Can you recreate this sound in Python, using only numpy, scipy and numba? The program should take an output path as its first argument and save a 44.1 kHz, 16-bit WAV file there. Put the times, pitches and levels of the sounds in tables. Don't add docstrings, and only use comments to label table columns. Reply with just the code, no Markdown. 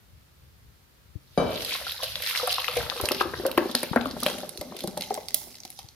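import sys
import numpy as np
from scipy import signal
from scipy.fft import rfft, irfft
from scipy.io import wavfile
from scipy.ndimage import uniform_filter1d
from numba import njit

SR = 44100
rng = np.random.default_rng(int(sys.argv[2]) if len(sys.argv) > 2 else 0)


def materialize(psi):
    bounded = np.clip(np.atleast_2d(psi).T, -1, 1)
    quanta = np.round(bounded * 32767).astype(np.int16)
    wavfile.write(sys.argv[1], SR, quanta)


def attenuation_scalar(level_db):
    decades = np.asarray(level_db, float) / 20
    return 10 ** decades


N = 262384
T = np.arange(N) / SR

# frequency in Hz, relative density in dB per Hz.
AIR_SPECTRUM = [(12, -53), (20, -5), (48, -8.5), (151, -17.5), (500, -22.5), (1180, -30), (4500, -29.5),
                (8000, -33), (15200, -27.5), (16500, -49)]
AIR_DB, RUMBLE_DB = -59, -61
# centre in seconds, half length in seconds, level in dB.
FLOOR_SWELLS = [(0.56, 0.11, -61.5), (2.145, 0.11, -57), (2.82, 0.056, -44), (3.163, 0.44, -51),
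                (4.096, 0.18, -50)]
# frequency in Hz, time to fall 60 dB in seconds.
ROOM_DECAY = [(100, 0.64), (600, 0.45), (5000, 0.46), (12000, 0.51)]
ROOM_DB = -6.5
# start in seconds, strength in dB, pitch in Hz.
THUMP_EVENTS = [(1.155, -27.5, 101.4), (3.029, -27, 88), (3.913, -21.5, 182), (4.591, -39, 81.5),
                (4.845, -31, 188), (5.844, -41.5, 113)]

# pitch in Hz, relative level in dB, time to fall 60 dB in seconds.
BOWL_MODES = [(182, 6, 0.066), (573, 7.5, 0.047), (706, 0, 0.08), (1150, -11, 0.057), (2317, -20.5, 0.44),
              (3040, -25, 0.7), (3840, -24.5, 0.36), (3870, -18.5, 0.26), (4770, -14.5, 0.061),
              (6050, -20, 0.073), (9400, -27, 0.085), (10640, -18, 0.072)]
# frequency in Hz, relative density in dB per Hz.
SPLAT_SPECTRUM = [(40, -6.5), (300, -4.5), (600, 3.5), (800, -8.5), (1300, -16.5), (2000, -32), (4000, -32),
                  (15000, -52)]
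BLOB_S, BLOB_DB, SPLAT_DB = 1.376, -18.5, -21

# time in seconds, splash level in dB, level of air dragged under in dB.
STREAM_COURSE = [(1.2, -70, -108), (1.42, -48, -85), (1.53, -41, -60), (1.56, -42, -78), (1.7, -32, -54),
                 (1.85, -36, -57), (2.01, -40.5, -50), (2.035, -30, -54), (2.145, -38.5, -67),
                 (2.16, -39, -51.5), (2.3, -30, -52.5), (2.69, -36, -46), (2.75, -36, -46),
                 (2.775, -28.5, -36), (2.89, -35, -44), (2.99, -36, -42.5), (3.1, -36, -42),
                 (3.5, -45, -42.5), (3.8, -38.5, -55), (4.12, -51, -42.5), (4.22, -39.5, -52.5),
                 (4.3, -33, -36), (4.5, -46, -47), (4.9, -45.5, -49.5), (5.25, -45, -55.5),
                 (5.6, -49.5, -60), (5.94, -55, -79)]
# frequency in Hz, relative level in dB.
SPATTER_SPECTRUM = [(700, -79), (1500, -8.5), (2500, -7), (4000, -0.5), (5400, -3), (7500, -12.5),
                    (11900, -0.5), (15400, -15.5), (16500, -31)]
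# time in seconds, pitch in Hz.
DROPLET_CENTRE = [(1.2, 5440), (1.55, 3380), (1.7, 3760), (2.2, 3370), (3.2, 3570), (5.95, 5220)]
# pitch in Hz, spread of pitch in Hz, relative level in dB.
AIR_POCKETS = [(182, 22, -6), (237, 32, -3), (375.5, 28, 1.5), (519, 49, 1), (594.6, 41, 1), (672, 34, -6)]
BUBBLES_UNDER_SPLASH_DB, BUBBLES_OVER_AIR_DB = -23.5, -9
TICKS_OVER_SPLASH_DB, HISS_COVERED_DB = -7.5, -8
STIR_T60_S, STIR_BUBBLES_DB, STIR_GURGLE_DB = 0.057, -18, -24
SPRAY_T60_S, SPRAY_DB = 0.061, -24

# time in seconds, strength in dB, pitch in Hz,
# strength of the edge above 8 kHz in dB, left minus right in dB.
POP_EVENTS = [(1.607, -25.5, 2860, -69, 22), (1.621, -12.5, 4400, -62, -4), (1.648, -12, 4130, -44.5, -7),
              (1.919, -20.5, 2810, -40.5, 5), (2.032, -22, 3930, -43, 0), (2.0394, -14.5, 3900, -47, -2),
              (2.156, -6.5, 3400, -59, 2), (2.2218, -13, 3420, -40.5, -2), (2.263, -12, 4300, -57, 11),
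              (2.273, -11, 3880, -58, -11), (2.284, -21, 4170, -46, 11), (2.297, -19, 4000, -37, 4),
              (2.3099, -11.5, 2800, -62, -5), (2.35, -14, 2050, -56, 8), (2.359, -6.5, 2680, -57, 4),
              (2.3748, -11, 4100, -65, -16), (2.473, -17, 3040, -36, -5), (2.6012, -12, 3680, -59, 4),
              (2.6438, -9, 2630, -54, 5), (2.681, -11, 2750, -68, 11), (2.768, -15.5, 3800, -44, -4),
              (2.899, -10.5, 4140, -66, 20.5), (3.0126, -16, 4370, -33.5, 0), (3.056, -11, 4600, -47, -16),
              (3.0876, -5.5, 2650, -34.5, -1.5), (3.118, -3.5, 4660, -36, 0), (3.1468, -9.5, 4200, -53, 4),
              (3.21, -15.5, 4440, -48, -9), (3.4647, -12, 5770, -35.5, -7), (3.5146, -14, 3700, -43.5, -3),
              (3.577, -6.5, 2760, -39.5, -2), (3.713, -16.5, 4500, -50, -7), (3.751, 4, 4500, -31, 0.5),
              (3.831, -12.5, 3840, -33, 4), (3.96, -19, 1890, -46.5, -4), (4.011, -17, 3400, -73, 17),
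              (4.0565, -20, 3250, -73, 3), (4.111, -16.5, 4380, -69, -1), (4.2033, -25, 4030, -44, 2),
              (4.233, -7, 4350, -37, -0.5), (4.2639, -0.5, 2990, -33.5, 2), (4.383, -20.5, 2830, -48, 7),
              (4.492, -17, 4660, -43.5, -3), (4.5745, -17, 4100, -50, -3), (4.6121, -16.5, 4080, -45.5, 1),
              (4.766, -14, 3650, -52, -2), (4.789, -17.5, 3700, -60, -2), (4.806, -13.5, 3600, -54, 0),
              (4.8377, -21, 4130, -47, -4), (4.8745, -15, 4300, -44, -1), (4.975, -14, 3970, -46, -8.5),
              (5.0095, -9.5, 3350, -45, 1), (5.021, -9, 4100, -67, -6), (5.037, -16.5, 2950, -61, 2),
              (5.103, -23.5, 3080, -66, 12), (5.142, -15, 4350, -44.5, -2), (5.2845, -10.5, 4280, -47, -1),
              (5.3439, -3.5, 4650, -25.5, -4.5), (5.554, -23, 3900, -69, 0), (5.6029, -22, 5430, -70, -5),
              (5.6345, -22, 4350, -64, 4), (5.6509, -15.5, 4150, -53, -1), (5.703, -26, 3650, -45.5, 6),
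              (5.79, -18.5, 3780, -53.5, -2), (5.887, -24.5, 4600, -72, 0)]
FIZZ_DB, FIZZ_T60_S = -18, 0.44

# listed time in seconds, strength in dB, slap pitch in Hz,
# air pocket pitch in Hz, air pocket strength in dB.
PLOP_EVENTS = [(1.753, -20.5, 1020, 327, -52), (1.811, -45, 560, 575, -29.5), (1.866, -18, 1394, 676, -45),
               (2.027, -24, 670, 648, -27), (2.397, -16, 1210, 570, -44), (2.428, -44, 511, 502, -19),
               (2.4727, -13.5, 1150, 710, -21.5), (2.581, -13.5, 1030, 510, -36.5),
               (2.682, -14, 1190, 493, -30), (2.764, -46, 480, 471, -16.5), (2.916, -22, 1200, 542, -30),
               (2.958, -62, 500, 477, -28.5), (3, -17.5, 1060, 395, -23), (3.034, -17, 570, 389, -18),
               (3.109, -6.5, 553, 385, -16.5), (3.207, -9.5, 1620, 373, -21.5), (3.253, -39, 533, 348, -21),
               (3.335, -14, 450, 355, -63), (3.394, -27, 540, 369, -25), (3.451, -9.5, 537, 541, -10.5),
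               (3.5749, -3, 536, 348.6, -9), (3.608, -18.5, 573, 323, -20), (3.654, -31, 550, 367, -21.5),
               (3.693, -19, 590, 237, -27), (3.748, -13.5, 535, 244, -23.5),
               (3.8293, -10.5, 556, 351, -26.5), (3.9309, -12.5, 890, 333, -28),
               (3.96, 2.5, 675, 237, -9.5), (4.0103, -17, 510, 232, -31), (4.056, -14.5, 623, 274, -23),
               (4.131, -64, 530, 238.4, -24.5), (4.166, -17, 626, 237, -26.5),
               (4.227, -17.5, 670, 250, -26), (4.262, -4, 600, 596, -19.5), (4.43, -21, 620, 588, -26.5),
               (4.612, -18.5, 603, 588, -27), (4.72, -26, 500, 232, -31.5), (4.839, -15.5, 553, 349, -23),
               (4.874, -17.5, 470, 191, -20), (4.972, -14, 594, 594, -28), (4.995, -58, 604, 186, -26),
               (5.107, -12.5, 474, 423, -20.5), (5.175, -12, 620, 480, -35), (5.343, -25, 626, 645, -45.5),
               (5.469, -36, 710, 384, -47), (5.65, -32.5, 740, 363, -43), (5.788, -30.5, 830, 720, -68)]
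POCKET_T60_S, POCKET_T60_PER_OCTAVE = 0.081, -0.14

# frequency in Hz, gain in dB.
SHALLOW_POOL = [(200, -9.5), (400, -11), (480, 0.5)]
SHALLOW_UNTIL_S, DEEPEN_S = 2.71, 0.52
# frequency in Hz, gain in dB.
AIR_ABOVE_POOL = [(450, -2), (620, 1), (800, 6.5), (1000, -5.5), (1600, -18), (2050, 1.5), (2700, -4.5),
                  (4500, -1.5), (6000, 5.5), (8000, 7), (12000, 2.5)]
COVER_FROM_S, COVER_S = 3.48, 1.89
# pitch in Hz, width in Hz, added level in dB.
HOLLOW_NOTES = [(232, 5.7, -5.5), (620, 21, -3.5)]
HOLLOW_FROM_S, HOLLOW_S = 3.87, 0.36

# frequency in Hz, gain in dB.
MIC_TONE = [(25, -22), (40, -7.5), (60, -2), (14500, 0), (16000, -5), (16800, -32)]
# frequency in Hz, full tilt in dB.
PORT_TILT = [(60, 5), (200, 3), (380, 4), (700, 0.5), (1290, 9.5), (2380, 3), (4400, 1.5), (8120, -10),
             (15000, -15)]
PORT_LAG = 3


def read(table, hz):
    f, v = np.transpose(table)
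    return np.interp(np.log(np.maximum(hz, 1)), np.log(f), v)


def colour(x, table, share=1):
    n = 8192
    gain = attenuation_scalar(share * read(table, np.fft.rfftfreq(n, 1 / SR)))
    cepstrum = irfft(np.log(gain), n)
    cepstrum[1:n // 2] *= 2
    cepstrum[n // 2 + 1:] = 0
    response = irfft(np.exp(rfft(cepstrum)), n)
    response = response.reshape((1,) * (x.ndim - 1) + (n,))
    return signal.fftconvolve(x, response, axes=-1)[..., :x.shape[-1]]


def unit(x):
    return x / np.sqrt(np.mean(x ** 2))


def walk(rate):
    k = int(SR / rate)
    steps = np.repeat(rng.standard_normal(N // k + 1), k)
    return 1.5 * uniform_filter1d(uniform_filter1d(steps, k), k)[:N]


def fade_in(start_s, length_s):
    return np.clip((T - start_s) / length_s, 0, 1)


@njit
def add(out, s, hz, t60, glide, rise, left, right, sr):
    for k in range(len(s)):
        i0, n = int(s[k] * sr), int(t60[k] * sr)
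        z, w, fade = 1 + 0j, 2 * np.pi * hz[k] / sr, np.exp(-np.log(1000) / (t60[k] * sr))
        shut, opening = 1., np.exp(-hz[k] / (rise * sr))
        for i in range(min(n, out.shape[1] - i0)):
            shut *= opening
            out[0, i0 + i] += (left[k] * z).imag * (1 - shut)
            out[1, i0 + i] += (right[k] * z).imag * (1 - shut)
            z *= fade * np.exp(1j * w * (1 + glide[k] * i / n))


def grains(s, db, hz, t60, glide=0., pan_db=0., rise=0.32, apart_hz=3500):
    columns = (np.asarray(v, float) for v in (s, db, hz, t60, glide, pan_db))
    s, db, hz, t60, glide, pan_db = np.broadcast_arrays(*columns)
    turn = np.exp(1j * rng.standard_normal(len(s)) * np.minimum(hz / apart_hz, 2))
    left, right = attenuation_scalar(db + pan_db / 2) * turn, attenuation_scalar(db - pan_db / 2) / turn
    out = np.zeros((2, N))
    add(out, s, np.minimum(hz, SR / 2.4), t60, glide, max(rise, .02), left, right, 1. 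* SR)
    return out


def noise(alike_hz):
    mid, side = rng.standard_normal((2, N))
    side = colour(side, [(alike_hz / 4, -9), (alike_hz * 2, 0)])
    return mid + side * np.array([[1], [-1]])


def scatter(count, spread_db, burst_db, bursts):
    c = rng.random((count, 4)).T
    first_s, last_s = STREAM_COURSE[0][0], STREAM_COURSE[-1][0]
    at = first_s + (last_s - first_s) * c[0]
    burst = burst_db * walk(bursts)[(at * SR).astype(int) % N]
    size_db = spread_db * np.minimum(-np.log(1 - c[1]), 3.5) + burst
    return at, size_db, c[2], c[3]


def depth_db(hz, s):
    return 7 * np.log2(hz / 450) * np.clip((3.6 - s) / 1.0, -.6, 1.2)


def along_stream(column):
    course = np.array(STREAM_COURSE)
    return attenuation_scalar(np.interp(T, course[:, 0], course[:, column], -99))


def aftermath(s, db, t60):
    kicks = np.zeros(N)
    np.add.at(kicks, (np.asarray(s) * SR).astype(int), attenuation_scalar(db))
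    return signal.lfilter([1], [1, -attenuation_scalar(-60 / (np.clip(t60, .02, 1) * SR))], kicks)


def background():
    swells = sum(attenuation_scalar(db) * np.exp(-((T - s) / half) ** 2) for s, half, db in FLOOR_SWELLS)
    waver = attenuation_scalar(3 * walk(10))
    rumble = unit(colour(noise(167), [(20, -19), (60, 8.5), (130, 5.0), (250, -14.5), (500, -57)]))
    hiss = unit(colour(noise(280), AIR_SPECTRUM))
    return attenuation_scalar(AIR_DB) * hiss + rumble * waver * (attenuation_scalar(RUMBLE_DB) + swells)


def room(x):
    t = np.arange(SR // 2) / SR
    f, frames, tail = signal.stft(rng.standard_normal((2, len(t))), SR, nperseg=256)
    fading = tail * attenuation_scalar(-60 * frames / read(ROOM_DECAY, f)[:, None])
    tail = signal.istft(fading, SR, nperseg=256)[1][:, :len(t)]
    tail = tail + 0.35 * tail[::-1]
    tail = tail * (t > .003) / np.sqrt(np.sum(tail ** 2) / 2)
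    return attenuation_scalar(ROOM_DB) * signal.fftconvolve(x.mean(0, keepdims=True), tail, axes=1)[:, :N]


def thumps():
    s, db, hz = np.transpose(THUMP_EVENTS)
    slow = grains(s, db + 3.0, hz, 4 / hz, -0.19, 20.3)
    knock = grains(s, db - 19.0, 3 * hz, 9.2 / hz, -0.11, 16.4)
    return slow + knock


def first_blob():
    hz, db, t60 = np.transpose(BOWL_MODES)
    ring = grains(BLOB_S, BLOB_DB + db, hz, t60, rise=0.58, apart_hz=9100)
    bounce = grains(BLOB_S + .0237, BLOB_DB - 9 + db, hz, t60, rise=2.2, apart_hz=9000)
    age = np.maximum(T - BLOB_S, 0)
    splat = (1 - np.exp(-age / 0.00069)) * attenuation_scalar(SPLAT_DB - 60 * age / 0.74)
    waver = attenuation_scalar(2.7 * walk(45.12))
    return (ring + bounce) * waver + splat * unit(colour(noise(1200), SPLAT_SPECTRUM))


def spatter():
    at, size_db, a, b = scatter(count=11000, spread_db=3.7, burst_db=3.5, bursts=22)
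    near = b < .4
    centre_hz = np.interp(at, *np.transpose(DROPLET_CENTRE))
    wander = 0.16 * walk(12)[(at * SR).astype(int) % N]
    hz = np.where(near, centre_hz * np.exp(0.81 * (a - .5) + wander), 1500 + 14000 * a)
    t60 = np.where(near, 0.0067 * np.exp(b - a), .003)
    droplets = grains(at, size_db, hz, t60, 0.085, 8 * (b - .5))
    crackle = unit(colour(droplets, SPATTER_SPECTRUM))
    flicker = attenuation_scalar(2.5 * walk(30))
    hiss = attenuation_scalar(-5.5) * flicker * unit(colour(noise(1200), SPATTER_SPECTRUM))
    return crackle + hiss


def bubbles():
    at, size_db, a, b = scatter(count=1200, spread_db=4, burst_db=2.5, bursts=25)
    hz = 750 * 2.85 ** a
    return unit(grains(at, size_db, hz, 19 / hz, .1 * (b - .3)))


def gurgle():
    at, size_db, a, b = scatter(count=1100, spread_db=2.8, burst_db=2, bursts=15)
    hz, width, peak_db = np.array(AIR_POCKETS)[(b * len(AIR_POCKETS)).astype(int)].T
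    level_db = peak_db + size_db + depth_db(hz, at)
    return unit(grains(at, level_db, hz + width * (a - .5), 18 / hz, 0.0093))


def ticks():
    at, size_db, a, b = scatter(count=380, spread_db=5, burst_db=2, bursts=10)
    tones = sum(grains(at, size_db, hz * 1.48 ** a, 5 / hz) for hz in (1100, 2500, 4500, 9500))
    return unit(colour(tones, SPATTER_SPECTRUM, 0.42))


def stream():
    splash, air = along_stream(column=1), along_stream(column=2)
    plop, pop = np.array(PLOP_EVENTS), np.array(POP_EVENTS)
    stir = aftermath(plop[:, 0], plop[:, 1], STIR_T60_S)
    spray = aftermath(pop[:, 0], pop[:, 1] + SPRAY_DB, SPRAY_T60_S)
    covered = fade_in(COVER_FROM_S, COVER_S)
    surface = spatter() * attenuation_scalar(HISS_COVERED_DB * covered)
    surface = surface + ticks() * covered * attenuation_scalar(TICKS_OVER_SPLASH_DB)
    bubbling = attenuation_scalar(BUBBLES_UNDER_SPLASH_DB) * splash
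    bubbling = bubbling + attenuation_scalar(BUBBLES_OVER_AIR_DB + depth_db(640, T)) * air
    bubbling = bubbling + attenuation_scalar(STIR_BUBBLES_DB) * stir
    gurgling = air + attenuation_scalar(STIR_GURGLE_DB) * stir
    return surface * (splash + spray) + bubbles() * bubbling + gurgle() * gurgling


def pops():
    at, peak_db, snap_hz, snap_edge_db, side_db = np.transpose(POP_EVENTS)
    snap = grains(at, peak_db - 6.5, snap_hz, 9 / snap_hz, 0., side_db, rise=0.49, apart_hz=9000)
    s, db, hz, edge_db, pan_db = (np.repeat(c, 10) for c in np.transpose(POP_EVENTS))
    c = rng.standard_normal((len(s), 4)).T
    late = np.tile(0.0045 * np.linspace(0, 1, 10) ** 1.5, len(POP_EVENTS)) * np.exp(.25 * c[0])
    fall_db = -2200 * late + 2.05 * c[3]
    body_hz, edge_hz = hz * np.exp(0.11 * c[1]), 11500 * np.exp(0.15 * c[2])
    body = grains(s + late, db - 9.5 + fall_db, body_hz, 12 / hz, 0.14, pan_db, apart_hz=6100)
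    edge = grains(s + late, edge_db + 21.0 + fall_db, edge_hz, 0.0033, 0., pan_db)
    fizz = aftermath(at, snap_edge_db + FIZZ_DB, FIZZ_T60_S)
    fizz = fizz * np.maximum(fade_in(COVER_FROM_S, COVER_S), .3)
    bright = [(3000, -28), (5500, -8), (8000, -10), (11000, -10), (16500, -30)]
    return snap + body + edge + fizz * unit(colour(noise(2000), bright))


def plops():
    s, db, hz, pocket_hz, pocket_db = np.transpose(PLOP_EVENTS)
    t60 = POCKET_T60_S * np.exp(POCKET_T60_PER_OCTAVE * np.log2(pocket_hz / 450))
    s = s + 0.00159
    clap = grains(s, db - 2.0, 927, 0.0056, rise=0.91, apart_hz=9000)
    slap = grains(s, db - 6.5, hz, 0.02, 0.014)
    pocket = grains(s + 0.00043, pocket_db, pocket_hz, np.clip(t60, .02, .3), 0.0069, rise=0.35)
    wall = grains(s + 0.00376, db - 10.0, 940, 0.0048, rise=0.71, apart_hz=6000)
    out = clap + slap + pocket + wall
    sizes = rng.standard_normal((len(s), len(AIR_POCKETS))).T
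    for (other_hz, width, other_db), size in zip(AIR_POCKETS, sizes):
        apart_db = -9 * np.abs(np.log2(other_hz / pocket_hz))
        level_db = pocket_db - 9.5 + other_db + apart_db + depth_db(other_hz, s) + 3 * size
        out = out + grains(s + 0.00327, level_db, other_hz, 0.082)
    return out


def scene():
    pour = colour(plops() + pops() + stream(), [(60, -8.5), (190, -1.0)])
    deep = fade_in(SHALLOW_UNTIL_S, DEEPEN_S)
    pour = deep * pour + (1 - deep) * colour(pour, SHALLOW_POOL)
    covered = fade_in(COVER_FROM_S, COVER_S)
    pour = (1 - covered) * pour + covered * colour(pour, AIR_ABOVE_POOL)
    notes = sum(attenuation_scalar(db) * signal.lfilter(*signal.iirpeak(hz, hz / width, SR), pour)
                for hz, width, db in HOLLOW_NOTES)
    pour = pour + fade_in(HOLLOW_FROM_S, HOLLOW_S) * notes
    near = pour + first_blob()
    return near + room(near) + thumps() + background()


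def top_cut(x):
    return signal.sosfilt(signal.butter(12, 16670, fs=SR, output="sos"), x)


def record(dry):
    dry = colour(dry, MIC_TONE)
    left = colour(dry[0], PORT_TILT, 0.8)
    right = colour(np.roll(dry[1], PORT_LAG), PORT_TILT, 0.09)
    return top_cut(np.clip(np.array([left, right]), -1, 1))


dry = scene()
out = record(dry)
materialize(out)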